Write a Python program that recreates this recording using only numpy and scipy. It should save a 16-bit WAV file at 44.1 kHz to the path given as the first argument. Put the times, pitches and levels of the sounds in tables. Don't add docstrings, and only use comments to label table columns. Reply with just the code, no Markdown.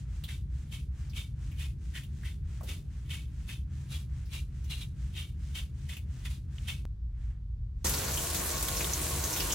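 import sys
import numpy as np
from scipy import signal
from scipy.fft import rfft, irfft, next_fast_len
from scipy.io import wavfile
from scipy.ndimage import uniform_filter1d

SR = 44100
rng = np.random.default_rng(int(sys.argv[2]) if len(sys.argv) > 2 else 0)


def dump(signal):
    limited = np.clip(np.atleast_2d(signal).T, -1, 1)
    pcm = np.round(limited * 32767).astype(np.int16)
    wavfile.write(sys.argv[1], SR, pcm)


N = 420713
TIME = np.arange(N) / SR
BRUSH_STOP_S, SPRAY_ON_S = 6.8533, 7.843


def undb(db):
    return 10 ** (np.asarray(db) / 20)


def unit(x):
    return x / np.sqrt(np.mean(x ** 2))


def colour(x, points):
    size = next_fast_len(N + 4096, True)
    hz, db = np.transpose(points)
    octave = np.log2(np.maximum(np.arange(size // 2 + 1) * SR / size, 1))
    outside = np.maximum(np.log2(hz[0]) - octave, 0) + np.maximum(octave - np.log2(hz[-1]), 0)
    gain = undb(np.interp(octave, np.log2(hz), db) - 20 * outside)
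    return irfft(rfft(x, size) * gain, size)[..., :N]


def ring(x, hz, width_hz):
    return signal.lfilter(*signal.iirpeak(hz, hz / width_hz, fs=SR), x)


def walk(rate, size=N):
    knots = rng.standard_normal(4096)
    return 1.2 * np.interp(TIME[:size] * rate, np.arange(len(knots)), knots)


def grains(rate, spread_db, size=N):
    hit = rng.random(size) < rate / SR
    impacts = rng.standard_normal((2, size)) * hit
    return unit(impacts * undb(spread_db * np.minimum(rng.exponential(size=size), 4)))


def taps(table, relative_width, gain_db):
    out, t = np.zeros((2, N + SR)), TIME[:SR // 4]
    for s, db, hz, t60, crack_db in table:
        burst = rng.standard_normal((2, len(t))) * undb(-60 * t / t60)
        width_hz = relative_width * hz
        tap = ring(ring(burst, hz, width_hz), hz, width_hz) + undb(crack_db) * burst
        start = int(s * SR)
        out[:, start:start + len(t)] += tap * undb(db + gain_db) / np.abs(tap).max()
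    return out[:, :N]


# (f/Hz, relative level/dB)
BUSY_RUMBLE = [(15, -61), (25, -36), (30, -37), (39, -7.5), (65, 3.5), (79, -0.5), (102, -10.5), (136, -6),
               (167, -18.5), (193, -18), (225, -27), (316, -33), (560, -51), (730, -59.5), (1230, -120)]
REST_RUMBLE = [(15, -43), (25, -10), (43, -7), (61, -4), (86, -16.5), (118, -14.5), (136, -23.5),
               (426, -56), (492, -55), (560, -79), (730, -104), (1230, -120)]
AIR_HISS = [(290, -38), (500, -4), (843, -8.5), (1720, -12.5), (2500, -16.5), (3290, -16), (4210, -16),
            (16000, -33)]

def room():
    resting = uniform_filter1d(1. * ((TIME > BRUSH_STOP_S) & (TIME < SPRAY_ON_S)), SR // 100)
    busy = unit(colour(rng.standard_normal((2, N)), BUSY_RUMBLE)) * undb(-36.5)
    calm = unit(colour(rng.standard_normal((2, N)), REST_RUMBLE)) * undb(-35.5)
    air = unit(colour(rng.standard_normal((2, N)), AIR_HISS)) * undb(-79)
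    return busy * (1 - resting) + calm * resting + air


# (f/Hz, relative level/dB)
WIPE_SPECTRUM = [(300, -11), (700, -3), (1150, -1.5), (1600, 2.5), (2200, 0.5), (3200, -1), (4500, -4),
                 (6300, -2), (8500, -4.5), (11000, -15), (16000, -20)]
# (t/s, level/dB, relative treble/dB)
WIPE_STROKES = [(-.06, -67, 10), (.17, -63, -.5), (.597, -65.5, 0.5), (1.028, -61.5, -2), (1.47, -62.5, 0),
                (1.89, -66, 2.5), (2.2, -66, 1.5), (2.55, -61.5, -1.5), (2.98, -64, -1.5),
                (3.406, -63.5, -1), (3.795, -62, -1), (4.19, -62.5, -3), (4.599, -64.5, -2),
                (5.05, -63.5, 0.5), (5.475, -63, 1.5), (5.828, -65, 1), (6.18, -61.5, 0), (6.603, -62, 1),
                (7.256, -64.5, -7.5), (7.88, -71.5, 2)]

def wipes():
    body_half_s, treble_half_s, steepness = .089, .063, 2.4
    swish = unit(colour(grains(12000, spread_db=-2.5), WIPE_SPECTRUM))
    body = signal.sosfiltfilt(signal.butter(2, 2400, fs=SR, output="sos"), swish)
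    speed, treble = np.zeros((2, N))
    for s, db, treble_db in WIPE_STROKES:
        near = np.abs(TIME - s) < 4 * body_half_s
        t = TIME[near] - s
        speed[near] += undb(db) * np.exp(-.5 * np.abs(t / body_half_s) ** steepness)
        treble[near] += undb(db + treble_db) * np.exp(-.5 * np.abs(t / treble_half_s) ** steepness)
    return body * speed + (swish - body) * treble


def plucked(modes, force, tension, rate, flutter_db):
    out, power = 0, 0
    for hz, width_hz, db in modes:
        gain = undb(db + 1.3 * rng.standard_normal())
        plucks = grains(rate, spread_db=2.5, size=len(force)) * force
        plucks *= undb(flutter_db * walk(45.5, size=len(force)))
        tone = ring(ring(plucks, hz * tension, width_hz), hz * tension, width_hz)
        out = out + gain * np.sqrt(2 * SR / (np.pi * width_hz)) * tone
        power += gain ** 2
    return out / np.sqrt(power)


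# (f/Hz, relative level/dB)
RASP_SPECTRUM = [(300, -4), (700, -7), (1200, -2.5), (2200, -2), (4300, 1.5), (5200, -1.5), (6300, -1),
                 (8000, -2.5), (11000, -2.5), (13000, -8.5), (16000, -13)]
# (f/Hz, width/Hz, relative level/dB)
PIN_MODES = [(2312, 135, -1), (2664, 170, 1), (2903, 116, -1.5), (3234, 260, 3), (3632, 110, 0.5),
             (3875, 260, -3.5)]
PAD_MODES = [(1058, 58, -11.5), (1560, 150, 0), (1903, 280, 6), (2070, 170, 8)]
# (t/s of full bite, attack/s, hold/s, release/s, rasp/dB, pins/dB, pad/dB, pitch ratio from the load)
PULL_STROKES = [(0.286, 0.014, 0.035, 0.15, -53, -50, -55, 1),
                (0.724, 0.017, 0.023, 0.16, -52.5, -49, -64, 0.97),
                (1.169, .035, 0.024, 0.15, -49.5, -44.5, -67, .98),
                (1.598, 0.046, 0.049, 0.13, -53, -50.5, -61, 0.94),
                (1.954, 0.027, 0.019, 0.17, -52, -49, -49, 0.95),
                (2.253, .028, 0.026, 0.16, -54.5, -52.5, -51.5, 0.98),
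                (2.69, 0.037, .032, 0.15, -49.5, -48.5, -61, .97),
                (3.108, 0.025, .034, 0.19, -49.5, -44, -53, .96),
                (3.492, 0.035, 0.04, .13, -52.5, -48.5, -57.5, 0.97),
                (3.916, 0.036, 0.041, .15, -50, -50, -64, 1.04),
                (4.333, 0.033, 0.027, .13, -48, -45, -58, 1.03),
                (4.706, 0.017, .02, 0.21, -47.5, -41.5, -53, 1.05),
                (4.815, 0.016, .004, 0.07, -54, -45, -69, 1.02),
                (5.172, 0.045, 0.026, .17, -50, -43.5, -57, 0.98),
                (5.553, 0.014, 0.038, 0.13, -49, -45.5, -58, .97),
                (5.893, .013, 0.041, 0.14, -52, -50, -55, .95),
                (6.254, 0.015, 0.015, .06, -50.5, -47.5, -52, 0.94),
                (6.307, 0.022, 0.0071, 0.17, -54, -56.5, -62, 1.06),
                (6.684, 0.018, .014, 0.15, -45.5, -40, -53, .97)]

def pulls():
    graze_half_s, attack_rise_db, release_fall_db = .03, 20, 30
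    pin_relax_db_per_s, pad_relax_db_per_s = 34, 121
    out = np.zeros((2, N))
    rasp = unit(colour(grains(12000, spread_db=-2.0), RASP_SPECTRUM))
    for s, attack_s, hold_s, release_s, rasp_db, pin_db, pad_db, tension in PULL_STROKES:
        span = (TIME > s - 4 * graze_half_s) & (TIME < s + hold_s + 2 * release_s)
        t = TIME[span] - s
        age = np.maximum(t, 0)
        graze_db = -17 - 2 * (t / graze_half_s) ** 2
        rise_db = np.maximum(attack_rise_db * np.minimum(t, 0) / attack_s, graze_db)
        fall_db = release_fall_db * (np.maximum(t - hold_s, 0) / release_s) ** 1.007
        tangles_db = .82 * walk(56.5, size=len(t))
        force_db = rise_db - fall_db + tangles_db
        pin_force = undb(pin_db + 1.22 * force_db - pin_relax_db_per_s * age)
        pad_force = undb(pad_db + 1.17 * force_db - pad_relax_db_per_s * age)
        hairs = rasp[:, span] * undb(rasp_db + force_db)
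        wires = plucked(PIN_MODES, pin_force, tension, rate=2000, flutter_db=1.0)
        freed_pins = undb(-6) * ring(wires, hz=3584, width_hz=35)
        pad = plucked(PAD_MODES, pad_force, tension, rate=1800, flutter_db=.5)
        out[:, span] += hairs + wires + freed_pins + pad
    return out


# (t/s, relative peak level/dB, f/Hz, t60/s, relative crack/dB)
TUFT_SNAPS = [(.2379, -36, 3450, 0.14, -13.5), (.2897, -39.5, 1890, 0.05, -29),
              (1.0969, -49.5, 4850, 0.12, -14), (1.1338, -47.5, 2770, 0.073, -21),
              (1.5155, -51.5, 2500, 0.21, -18), (1.954, -46, 1860, 0.11, -29),
              (2.0356, -45.5, 3130, 0.11, -12), (2.2335, -45, 1770, 0.068, -28),
              (2.6409, -46, 1610, 0.33, 1), (3.2194, -54, 3580, 0.058, -26),
              (3.492, -43.5, 1900, 0.12, -27), (4.2567, -56, 5000, 0.22, -8),
              (4.6424, -48.5, 6000, 0.12, -5), (5.9665, -38.5, 2620, 0.12, -13),
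              (6.5824, -40, 2650, 0.025, -39)]

def snaps():
    return taps(TUFT_SNAPS, relative_width=.44, gain_db=1.5)


# (t/s, relative peak level/dB, f/Hz, t60/s, relative crack/dB)
LEG_BUMPS = [(2.609, -39.5, 800, 0.073, -23), (2.632, -38.5, 467, 0.15, -20),
             (2.685, -44.5, 320, 0.55, -37)]

def bumps():
    return taps(LEG_BUMPS, relative_width=1.05, gain_db=-2.0)


def click():
    age, decay_s = TIME - BRUSH_STOP_S, .002
    return undb(-33) * (age > 0) * np.exp(-np.abs(age) / decay_s) * np.array([[1], [.3]])


def flicker(x, depth_db, rate):
    out, below = 0, 0
    for hz in np.geomspace(2000, 14000, 9):
        low = signal.sosfiltfilt(signal.butter(4, hz, fs=SR, output="sos"), x)
        out = out + (low - below) * undb(depth_db * walk(rate))
        below = low
    return out + x - below


# (f/Hz, relative level/dB)
JET_SPECTRUM = [(2500, -17), (4000, -4), (5000, -5), (6200, -0.5), (7500, -0.5), (9800, -4.5), (11300, -2),
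                (13000, -5.5), (16000, -8)]
SPLASH_SPECTRUM = [(90, -35), (160, 13), (240, 4.5), (400, 5), (700, -2), (1200, -3.5), (2200, -1.5),
                   (3600, -4.5), (5000, -9.5), (8000, -14), (16000, -42)]

def spray(valve):
    age = np.maximum(TIME - SPRAY_ON_S, 0)
    surge_db = 6.5 * np.exp(-age / .08)
    sway_db = .1 * walk(11)
    flow_db = surge_db + sway_db - .14 * age
    jets = unit(colour(grains(20000, spread_db=-4.5), JET_SPECTRUM)) * undb(-38.5 + flow_db)
    splash = unit(colour(grains(4500, spread_db=2.0), SPLASH_SPECTRUM))
    splash *= undb(-43 + .5 * flow_db + .29 * walk(60))
    return valve * flicker(jets + splash, depth_db=2.0, rate=22)


# (f/Hz, relative level/dB)
TUB_MODES = [(315, 2), (356, 0.5), (469, 0.5), (532, -4), (610, 0.5), (660, 0), (729, -3.5), (889, -2),
             (973, 1), (1077, 2.5), (1103, -6.5), (1181, -17), (1432, -0.5), (1545, -13)]

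def tub(valve):
    drops = grains(5000, spread_db=0.0) * valve * np.array([[1], [.6]])
    walls = sum(undb(db) * ring(drops, hz, width_hz=16.6) for hz, db in TUB_MODES)
    return unit(walls) * undb(-54)


# (t/s, relative peak level/dB, f/Hz, t60/s, relative crack/dB)
COAT_SPLATS = [(7.856, -36.5, 1820, 0.065, -21), (7.866, -23, 6100, .066, -6),
               (7.938, -24.5, 4580, 0.11, -6), (8.172, -28, 3000, 0.17, -9.5),
               (8.345, -27.5, 6250, 0.17, 0), (8.626, -25, 7900, 0.064, -9), (8.684, -23.5, 3700, .05, -4),
               (8.768, -30, 5850, 0.15, -18), (8.806, -29.5, 2470, .11, -15.5),
               (8.844, -25, 3500, 0.052, -10), (8.934, -23.5, 6400, 0.057, -22),
               (9.014, -27.5, 9300, 0.097, -15), (9.238, -25.5, 6500, 0.14, -8),
               (9.33, -27.5, 6200, 0.15, -10), (9.362, -28.5, 3300, 0.26, -2),
               (9.398, -30, 2860, 0.18, -19), (9.402, -27.5, 5030, .1, -20), (9.503, -30, 3060, 0.2, -12),
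               (9.523, -24.5, 6200, .08, -13)]

def splats(small_count=60):
    small = []
    for when, size, pitch in rng.random((small_count, 3)):
        s = SPRAY_ON_S + when * (TIME[-1] - SPRAY_ON_S)
        small.append((s, -42 + 7 * size + 6 * pitch, 2600 * 4.5 ** pitch, .06, -12))
    return taps([*COAT_SPLATS, *small], relative_width=.34, gain_db=3.0)


# (f/Hz, side level/dB)
DIFFUSE_WIDTH = [(60, -27), (150, -22), (250, -14), (450, -1.5), (750, 1.5), (1200, -2.5), (1800, -14.5),
                 (2600, -2), (3800, -4.5), (5000, -3), (10000, -3), (16000, -0.5)]
# (f/Hz, side level re mid/dB)
LEFT_LEAN = [(60, -45), (130, -23.5), (250, -21.5), (700, -17), (1300, -28), (2000, -51)]
# (f/Hz, pressure gradient level/dB)
RIGHT_LEAD = [(1000, -49.5), (4200, -15), (6000, -13), (10000, -5.5), (16000, -8)]

def scene():
    valve = np.clip((TIME - SPRAY_ON_S) / .0044, 0, 1)
    brushing = wipes() + pulls() + snaps() + bumps() + click()
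    mid, side = room() + brushing + spray(valve) + tub(valve) + splats()
    side = colour(side, DIFFUSE_WIDTH) + colour(mid, LEFT_LEAN) - colour(np.gradient(mid), RIGHT_LEAD)
    return np.array([mid + side, mid - side])


def record(dry):
    dry = signal.sosfilt(signal.butter(3, 30, "high", fs=SR, output="sos"), dry)
    return signal.sosfilt(signal.ellip(10, .2, 70, 15900, fs=SR, output="sos"), dry)


dry = scene()
out = record(dry)
dump(out)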